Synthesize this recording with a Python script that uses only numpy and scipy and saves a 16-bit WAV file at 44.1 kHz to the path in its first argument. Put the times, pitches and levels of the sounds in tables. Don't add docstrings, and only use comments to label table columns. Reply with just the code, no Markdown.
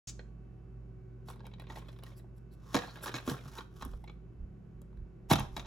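import sys
import numpy as np
from scipy import signal
from scipy.fft import rfft, irfft
from scipy.io import wavfile
from scipy.ndimage import uniform_filter1d

SR = 44100
rng = np.random.default_rng(int(sys.argv[2]) if len(sys.argv) > 2 else 0)


def transcribe(u):
    v = np.clip(np.atleast_2d(u).T, -1, 1)
    q = np.round(v * 32767).astype(np.int16)
    wavfile.write(sys.argv[1], SR, q)


N = 249606
T = np.arange(N) / SR

# pitch_hz, level_db (rms, around which it wavers)
HUM_TONES = [(53.8, -53.5), (119.5, -56), (163, -62.5), (195, -65), (237, -74.5), (376.8, -70.5),
             (753.7, -85), (1130, -86.5), (1507, -87.5), (2266, -95), (2643, -93.5), (3020, -100)]
# pitch_hz, relative_db (per Hz)
AIR_COLOUR = [(15, -34), (25, -16.5), (127, -5), (285, -17.5), (373, -12), (427, -20), (818, -33.5),
              (1520, -36.5), (1650, -39.5), (2690, -47), (3250, -53), (6920, -57), (9070, -63.5),
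              (11600, -60), (16000, -77.5)]
# pitch_hz, relative_db (per Hz)
SWISH_COLOUR = [(500, -17), (1500, -14), (3000, -8), (4500, -4.5), (6700, 5), (7700, -0.5), (10500, -12.5),
                (12000, -22), (15000, -18)]
# start_s, shell_db, rim_db, sleeve_db,
# hollow_pitch_hz, hollow_db (against the shell), rim_pitch_hz, rim_tone_db (against the other rim modes)
TAPS = [(.192, -47.5, -53.5, -88, 485, 9, 2030, 2), (0.193, -49.5, -70, -88, 1616, -3, 1550, 8),
        (1.285, -45, -53.5, -71, 830, 2, 4390, 7), (1.301, -45.5, -54.5, -52.5, 1100, 2, 1500, 13),
        (1.359, -57, -74, -73, 980, 1, 1720, -3), (1.404, -53.5, -61, -94, 900, -11, 1674, 5),
        (1.443, -53.5, -70, -82, 850, 16, 3250, 0), (1.453, -55, -56.5, -76, 955, -12, 2310, 5),
        (1.467, -49, -56.5, -58, 900, -5, 1540, -1), (1.536, -59, -54.5, -83, 770, -10, 2460, -12),
        (1.597, -50.5, -52.5, -61, 740, 1, 1900, 1), (1.619, -54.5, -60, -64, 900, -19, 1450, 8),
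        (1.699, -45, -49, -71, 720, -18, 1875, 3), (1.757, -47.5, -50.5, -77, 965, -17, 1900, 1),
        (1.771, -42.5, -55, -79, 855, 1, 1600, 2), (1.824, -54, -81, -86, 1050, -1, 1600, 0),
        (1.884, -51.5, -54.5, -66, 1220, -10, 3400, 1), (1.988, -57, -59, -68, 910, -15, 1720, 11),
        (2.034, -52.5, -54, -53, 814, 1, 2280, -7), (2.065, -62.5, -57, -70, 1100, -15, 1870, 8),
        (2.243, -61, -90, -92, 770, 7, 1600, 0), (2.819, -43.5, -43, -70, 1190, -15, 1700, 6),
        (2.834, -42.5, -46, -77, 1150, -10, 1690, 13), (2.846, -48.5, -49, -76, 1240, -18, 1650, 8),
        (2.88, -49, -62, -79, 940, 9, 1680, 0), (2.956, -49, -50.5, -64, 1020, -8, 1670, 9),
        (2.971, -49, -61, -63, 1280, -10, 3840, 7), (3.037, -41.5, -45.5, -54, 1370, -2, 1580, 9),
        (3.059, -38.5, -44, -51, 1060, 1, 1470, 1), (3.079, -41, -39, -57, 1230, -3, 1750, 10),
        (3.092, -40.5, -52, -58, 1260, -12, 3750, 0), (3.116, -51, -51, -63, 1110, -5, 1620, -5),
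        (3.182, -43, -42.5, -58, 1170, -2, 1586, 7), (3.32, -46, -64, -59, 1195, 7, 1400, 8),
        (3.343, -41, -64, -73, 1190, -3, 1470, 4), (3.365, -46.5, -62, -73, 1330, -12, 1590, 14),
        (3.583, -43.5, -43.5, -60, 1240, -2, 3870, 2), (3.607, -44, -51, -75, 1150, 14, 1460, 4),
        (3.81, -49, -53.5, -70, 1140, 1, 3990, -3), (3.849, -49, -60, -48.5, 1120, 20, 1510, 2),
        (3.933, -49.5, -63, -88, 890, -11, 3280, 2), (4.04, -50.5, -59.5, -65.5, 814, 17, 2100, 10),
        (4.075, -54.5, -54, -86, 940, -17, 2220, 8.5), (4.095, -50, -55, -91, 904, -6, 2280, 0.5),
        (4.816, -62, -73, -63, 946, -9, 3200, -3), (4.929, -65, -83, -88, 990, -4.5, 1610, 3),
        (4.971, -67.5, -74, -82, 960, -7.5, 1585, 4), (5.397, -72, -49, -42, 950, -3, 6300, 12),
        (5.449, -48, -56.5, -78, 960, 0, 1610, 0), (5.623, -51.5, -75, -82, 1010, -7, 3840, -2),
        (5.648, -53, -58, -86, 975, -2, 3520, -2)]
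# pitch_hz, width_hz, relative_db
SHELL_MODES = [(536, 56, -2.5), (706, 81, 6), (823, 117, 4.5), (1007, 160, 8), (1256, 150, -1),
               (1600, 130, -5), (1760, 88, -3.5), (2104, 86.2, -2), (2426, 140, 3.5), (2976, 170, -25),
               (3480, 300, 2), (4000, 440, -15), (6800, 340, -2.5)]
# ratio (times the hollow tone), relative_db
HOLLOW_MODES = [(0.921, 2.5), (1, 7), (1.1, -1.5)]
# pitch_hz, relative_db
RIM_MODES = [(2560, -5), (3260, -4), (3900, -2)]
# time_s, pitch_hz
SHELL_TONE = [(1.3, 920), (1.75, 860), (2.1, 970), (2.75, 969), (2.82, 1190), (3.05, 1180), (3.6, 1120),
              (3.85, 1210), (5.3, 925), (5.4, 905), (5.6, 1015)]
# peak_s, length_s, level_db (before the scuffs' trim), brightness_db
SCUFFS = [(1.295, 0.027, -59.5, 3), (1.707, 0.021, -51, -6.5), (1.768, 0.033, -60, 1.5),
          (1.904, 0.085, -74.5, 2.5), (2.08, 0.035, -60, -1.5), (2.181, 0.018, -82.5, 13),
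          (2.367, 0.027, -85.5, 7), (2.531, 0.015, -82, 9), (2.71, 0.11, -59.5, -3.5),
          (2.757, 0.016, -37, -3), (2.852, 0.17, -56.5, -2.5), (3.038, 0.014, -65, 12),
          (3.078, 0.02, -41.5, -3), (3.161, 0.039, -48, -1.5), (3.298, 0.04, -47.5, 2),
          (3.34, 0.019, -58, -24), (3.462, 0.074, -59.5, -1), (3.556, 0.052, -54, -1),
          (3.589, 0.018, -48, -22), (3.812, 0.072, -60.5, 0), (3.95, 0.2, -85, 4), (5.313, 0.012, -29, 0.5),
          (5.413, 0.035, -50.5, -6), (5.568, 0.038, -55, -0.5)]
# start_s, end_s, level_db (middle of a random spread)
TURNS = [(1.321, 2.197, -67.5), (2.781, 3.39, -59.5), (3.397, 3.628, -66)]
# peak_s, length_s, pitch_hz, level_db
SQUEAKS = [(2.175, 0.019, 4750, -73.5), (2.531, 0.018, 4300, -77), (2.89, 0.031, 4220, -60)]
# start_s, shell_db,
# rim_db, sleeve_db, panel_flex_db (against the shell), rim_pitch_hz, thump_pitch_hz, thump_db
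KNOCKS = [(2.744, -29.5, -34.5, -45.5, 0, 2410, 650, -33), (2.7508, -35, -38, -56.5, -4, 1540, 258, -29.5),
          (2.764, -35, -36.5, -57.5, -13, 1640, 269, -44.5),
          (2.772, -40.5, -48.5, -56, -11, 1920, 480, -45), (2.788, -42, -45.5, -60.5, -7, 1850, 277, -54),
          (3.141, -41.5, -42.5, -61, -3, 1640, 250, -42), (3.153, -51, -44.5, -59, -4, 2480, 330, -53),
          (3.163, -48.5, -44, -61, -4, 1785, 238, -49.5), (3.276, -40.5, -47.5, -73, -9, 1440, 302, -34),
          (3.288, -47, -53, -64, 10, 1680, 383, -39), (3.297, -45.5, -44.5, -56, -14, 1610, 140, -43.5),
          (3.313, -44, -52, -66, 5, 1430, 150, -36), (3.456, -57.5, -74, -85, -12, 1500, 124, -44.5),
          (3.823, -42.5, -49.5, -59, -13, 1425, 200, -51), (3.858, -74, -81, -85, -10, 1500, 250, -46.5),
          (5.309, -32, -35, -52, -9, 1640, 257, -28.5), (5.3135, -23.5, -31.5, -47, -17, 2180, 163, -23.5),
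          (5.329, -35, -36.5, -35, -15.5, 2610, 135, -27.5),
          (5.333, -29.5, -31.5, -41, -8, 3547, 332, -37.5), (5.356, -38, -39.5, -51, -6, 3060, 136, -32),
          (5.36, -60, -54, -53, -13.5, 2520, 334, -50), (5.383, -41, -48, -72, -12, 1900, 152, -38),
          (5.388, -44, -44.5, -68, -10, 3260, 201, -40), (5.403, -41, -47, -71, -6, 1940, 90, -39),
          (5.565, -43, -43, -56, -8, 3960, 203, -50), (5.576, -45.5, -53, -58, -5, 2330, 173, -50),
          (5.595, -51.5, -47, -74, -9, 3790, 140, -56), (5.658, -52, -57, -78, 2, 3870, 330, -68)]
# pitch_hz, relative_db, fade_s (by 60 dB)
PANEL_MODES = [(367.6, -2, 0.251), (481, -5, 0.096), (597, -14, 0.62), (731, -1.5, 0.043),
               (786, 11.5, 0.16), (858, -2, 0.25), (953, -5, .27), (966, 1.5, .2), (1116, -0.5, 0.18),
               (1290, -1.5, 0.14), (1550, -17.5, 0.19)]
# pitch_hz, relative_db, fade_s (by 60 dB)
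DESK_MODES = [(90, -5.5, 0.18), (136.8, 2, 0.16), (212, -1, 0.097), (268.3, 1, 0.08), (332.5, -0.5, 0.068),
              (401, -7, 0.037), (486, -4.5, 0.093), (619, -5.5, 0.047)]
# peak_s, length_s, level_db
RUMBLES = [(3.922, 0.075, -41), (4.443, 0.071, -43), (4.779, 0.12, -56.5), (5.021, 0.039, -42),
           (5.432, 0.16, -44.5)]
# pitch_hz, balance_db (left minus right)
PORT_BALANCE = [(60, -3.5), (120, 0), (400, -2), (1600, -2.5), (2400, 1), (4400, 3), (6500, 0)]
# pitch_hz, turns (whole cycles by which left leads right)
PORT_TURNS = [(300, 0), (3000, .12), (7300, 0), (8500, -.47), (9500, -.55), (10700, -1), (11700, -1),
              (12800, -1.48), (13700, -1.52), (14800, -2)]

AIR_DB = -57
SWISH_S, SWISH_DB = 0.0708, -45
SWISH_ATTACK_S, SWISH_HOLD_S, SWISH_T60_S = 0.0037, 0.026, 0.077
TAP_RING_DB = 2
SCUFF_RIM_DB, SCUFF_SLEEVE_DB = -3, -5
JERK_DB = 2.1
SCUFF_RISE = 0.4
REBOUNDS, REBOUND_S, REBOUND_LOSS_DB = 2, 0.0035, 7.5
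OPEN_S, TOP_HZ = 0.072, 16000


def gain(db):
    return 10 ** (np.asarray(db) / 20)


def unit(x):
    return x / np.sqrt(np.mean(x ** 2))


def along(points):
    hz, value = np.transpose(points)
    bins_hz = np.arange(N // 2 + 1) * SR / N
    return np.interp(np.log(bins_hz + 1), np.log(hz), value)


def noise_of(colour):
    white = rng.standard_normal(N)
    return unit(irfft(rfft(white) * gain(along(colour)), N))


def band(x, lo_hz, hi_hz, order=2):
    sos = signal.butter(order, [lo_hz, hi_hz], "band", fs=SR, output="sos")
    return signal.sosfilt(sos, x)


def fade(t, t60):
    return np.exp(-np.log(1000) * t / t60)


def walk(rate):
    k = int(SR / rate)
    steps = np.repeat(rng.standard_normal(N // k + 1), k)
    smooth = uniform_filter1d(uniform_filter1d(steps, k), k)
    return unit(smooth[:N])


def background(waver_db=2.5, drift=0.4, side_db=-5):
    hum = np.zeros(N)
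    for hz, db in HUM_TONES:
        level = gain(db + waver_db * walk(4.3)) * np.sqrt(2)
        start_phase = rng.random()
        hum += level * np.sin(2 * np.pi * (hz * T + start_phase) + drift * walk(4.2))
    middle = noise_of(AIR_COLOUR)
    side = gain(side_db) * band(noise_of(AIR_COLOUR), 120, 16000, order=1)
    return hum + gain(AIR_DB) * (middle + side * np.array([[1], [-1]]))


def swish():
    t = T - SWISH_S
    attack = np.clip(t / SWISH_ATTACK_S, 0, 1)
    release = fade(np.maximum(t - SWISH_HOLD_S, 0), SWISH_T60_S)
    return gain(SWISH_DB) * attack * release * noise_of(SWISH_COLOUR)


def add(out, s, sound):
    i = int(s * SR)
    out[i:i + len(sound)] += sound[:max(N - i, 0)]


def struck(x, db, attack_s=0.011):
    return x * gain(db) / np.sqrt(np.mean(x[:int(attack_s * SR)] ** 2))


def tone_at(s):
    return np.interp(s, *np.transpose(SHELL_TONE))


def shell_ring(t, scatter=0.05):
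    hz, width, db = np.transpose(SHELL_MODES)[:, :, None]
    share, detune = rng.standard_normal((2, len(SHELL_MODES), 1))
    wave = np.sin(2 * np.pi * hz * (1 + scatter * detune) * t)
    return np.sum(share * gain(db) * np.exp(-np.pi * width * t) * wave, axis=0)


def hollow(t, tone_hz, t60, scatter=0.015):
    ratio, db = np.transpose(HOLLOW_MODES)[:, :, None]
    hz = tone_hz * ratio * (1 + scatter * rng.standard_normal(ratio.shape))
    modes = np.sum(gain(db) * np.sin(2 * np.pi * hz * t), axis=0)
    return unit(modes * fade(t, t60))


def ringing(t, hz, db, t60, scatter=0.012, share_spread_db=2):
    share, detune, side = rng.standard_normal((3, len(hz)))
    t = t[:, None]
    strength = np.sign(side) * gain(db + share_spread_db * share)
    wave = np.sin(2 * np.pi * hz * (1 + scatter * detune) * t)
    return unit(np.sum(strength * wave * fade(t, t60), axis=1))


def rim_ring(t, tone_hz, tone_db, t60=0.026):
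    hz, db = np.transpose(RIM_MODES)
    hz = hz * (1 + 0.04 * rng.standard_normal(len(hz)))
    return ringing(t, np.append(hz, tone_hz), np.append(db, tone_db), t60)


def radiate(blow, touch, tone_hz, flex_db=-8, top_db=-8, span=1.396, spot_spread=0.0553):
    spot = np.exp(np.clip(spot_spread * rng.standard_normal(), -0.3, 0.3))
    around_tone = unit(band(blow, tone_hz / span, tone_hz * span))
    body = around_tone + gain(flex_db) * unit(band(blow, 222, 517))
    rim_main = unit(band(blow, 1850 * spot, 4100 * spot, order=3))
    rim = rim_main + gain(top_db) * unit(band(touch, 5310, 7080, order=3))
    sleeve = band(touch, 7500, 14000)
    return unit(body), unit(rim), unit(sleeve)


def click(tone_hz, levels_db, flex_db, rim_hz, rim_tone_db, rim_ring_db, top_db, snap_t60, give_s,
          hollow_db, hollow_t60, panel_t60=0.084, panel_db=-13, ring_db=-12, chatter=1.0):
    t = T[:SR // 5]
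    grains = np.exp(chatter * unit(uniform_filter1d(rng.standard_normal(len(t)), SR // 1000)))
    snap = rng.standard_normal(len(t)) * grains * fade(t, snap_t60)
    panels = rng.standard_normal(len(t)) * fade(t, panel_t60) * gain(panel_db)
    push = 1 - np.exp(-t / give_s)
    blow = (snap + panels + gain(ring_db) * shell_ring(t)) * push
    body, rim, sleeve = radiate(blow, snap, tone_hz, flex_db, top_db)
    body = body + gain(hollow_db) * unit(hollow(t, tone_hz, hollow_t60) * push)
    rim = rim + gain(rim_ring_db) * unit(rim_ring(t, rim_hz, rim_tone_db) * push)
    return sum(struck(voice, db) for voice, db in zip((body, rim, sleeve), levels_db))


def taps(trim_db=-4.5):
    out = np.zeros(N)
    for s, shell_db, rim_db, sleeve_db, hollow_hz, hollow_db, rim_hz, rim_tone_db in TAPS:
        levels = trim_db + np.array([shell_db, rim_db, sleeve_db])
        add(out, s, click(hollow_hz, levels, 0.24, rim_hz, rim_tone_db, rim_ring_db=TAP_RING_DB,
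                          top_db=-12.5, snap_t60=0.016, give_s=0.0029,
                          hollow_db=hollow_db, hollow_t60=0.017))
    return out


def voices(db, bright_db, rim_db, sleeve_db):
    return db, db + rim_db + bright_db, db + sleeve_db + 2 * bright_db


def stick_slip(slips_per_s, spread_db, hiss_db):
    happens = rng.random(N) < slips_per_s / SR
    sign = rng.choice([-1, 1], N)
    size = gain(spread_db * np.minimum(rng.exponential(size=N), 3))
    rough = unit(happens * sign * size) + gain(hiss_db) * rng.standard_normal(N)
    return unit(rough * gain(JERK_DB * walk(140)))


def rubbing(slips_per_s=650, spread_db=3, trim_db=-1.3, ring_db=-43, edge=1.394, hiss_db=-5):
    slips = stick_slip(slips_per_s, spread_db, hiss_db)
    out = np.zeros(N)
    for s, length, stroke_db, bright_db in SCUFFS:
        levels = voices(stroke_db, bright_db, SCUFF_RIM_DB, SCUFF_SLEEVE_DB)
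        near = abs(T - s) < 0.2
        touch = slips[near]
        ring = signal.fftconvolve(touch, shell_ring(T[:SR // 10]))[:near.sum()]
        blow = touch + gain(ring_db) * ring
        t = T[near] - s
        side_s = np.where(t < 0, length * SCUFF_RISE, length * (1 - SCUFF_RISE))
        stroke = np.exp(-abs(t / side_s) ** edge / 2)
        parts = radiate(blow, touch, tone_at(s), flex_db=-7, top_db=-1.0, span=1.33)
        out[near] += stroke * sum(gain(db + trim_db) * voice for voice, db in zip(parts, levels))
    return out


def crackle(per_s=45, spread_db=-1.5, bright_spread_db=3):
    out = np.zeros(N)
    for start, end, db in TURNS:
        s = start
        for wait, size, bright in rng.standard_normal((60, 3)):
            s += abs(wait) * np.sqrt(np.pi / 2) / per_s
            if s >= end:
                break
            levels = voices(db + spread_db * size, bright_spread_db * bright, rim_db=-3.5, sleeve_db=-32.0)
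            rim_hz = 2000 * 2 ** (rng.random() - 0.5)
            add(out, s, click(tone_at(s), levels, flex_db=1, rim_hz=rim_hz, rim_tone_db=3, rim_ring_db=-2,
                              top_db=-18, snap_t60=0.0059, give_s=0.0015,
                              hollow_db=-20.0, hollow_t60=0.018))
    return out


def squeaks(span=1.07):
    out = np.zeros(N)
    for s, length, hz, db in SQUEAKS:
        swell = np.exp(-((T - s) / length) ** 2)
        out += gain(db) * swell * unit(band(rng.standard_normal(N), hz / span, hz * span))
    return out


def thump(centre_hz, db, focus_db=11, push_s=0.00051, boom_db=-15, boom_t60=0.26):
    t = T[:SR // 3]
    hz, mode_db, t60 = np.transpose(DESK_MODES)
    focused_db = mode_db - focus_db * abs(np.log2(hz / centre_hz))
    modes = struck(ringing(t, hz, focused_db, t60), 0, attack_s=0.02)
    boom = gain(boom_db) * unit(band(rng.standard_normal(len(t)), 54, 230)) * fade(t, boom_t60)
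    push = 1 - np.exp(-t / push_s)
    return struck((modes + boom) * push, db, attack_s=0.029)


def knocks(trim_db=-1, thump_trim_db=-1, thump_lag_s=0.00099, panel_db=-14):
    out = np.zeros(N)
    for s, shell_db, rim_db, sleeve_db, flex_db, rim_hz, desk_hz, desk_db in KNOCKS:
        for k in range(REBOUNDS + 1):
            levels = np.array([shell_db, rim_db, sleeve_db]) + trim_db - k * REBOUND_LOSS_DB
            delay = k * REBOUND_S * (0.5 + rng.random())
            add(out, s + delay, click(tone_at(s), levels, flex_db, rim_hz, rim_tone_db=2, rim_ring_db=-1,
                                      top_db=-4, snap_t60=0.012, give_s=0.00067,
                                      hollow_db=-6.5, hollow_t60=0.025))
        panels = ringing(T[:SR // 3], *np.transpose(PANEL_MODES))
        add(out, s, struck(panels, shell_db + panel_db))
        add(out, s + thump_lag_s, thump(desk_hz, desk_db + thump_trim_db))
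    return out


def grip():
    out = np.zeros(N)
    for s, length, db in RUMBLES:
        swell = np.exp(-((T - s) / length) ** 2)
        noise = band(rng.standard_normal(N), 26, 73.0, order=3)
        out += gain(db) * swell * noise / np.sqrt(np.average(noise ** 2, weights=swell))
    return out


def room(x, wet_db=-4.5, low_t60=0.34, high_t60=0.0428, gap_s=0.00245, apart=2.32, early_t60=0.026):
    t = T[:SR // 2]
    shared, *own = rng.standard_normal((3, len(t)))
    noise = shared + apart * band(np.array(own), 330, 16350, order=1)
    low = band(noise, 86, 5900, order=1) * fade(t, low_t60)
    high = gain(-18.0) * band(noise, 5700, 12110, order=1) * fade(t, high_t60)
    tail = (low + high) * (1 + 6.5 * fade(t, early_t60)) * (t > gap_s)
    tail /= np.sqrt(np.mean(abs(rfft(tail)[:, 250:1500]) ** 2))
    return x + gain(wet_db) * signal.fftconvolve(x[None], tail, axes=1)[:, :N]


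def scene():
    case = swish() + taps() + rubbing() + crackle() + squeaks() + knocks()
    return background() + room(case) + grip()


def record(dry):
    ports = gain(np.array([[0.5], [-0.5]]) * along(PORT_BALANCE)) + 0j
    ports[1] *= np.exp(-2j * np.pi * along(PORT_TURNS))
    heard = irfft(rfft(dry) * ports, N) * (T > OPEN_S)
    return signal.sosfilt(signal.ellip(8, 0.2, 70, TOP_HZ, fs=SR, output="sos"), heard)


dry = scene()
out = record(dry)
transcribe(out)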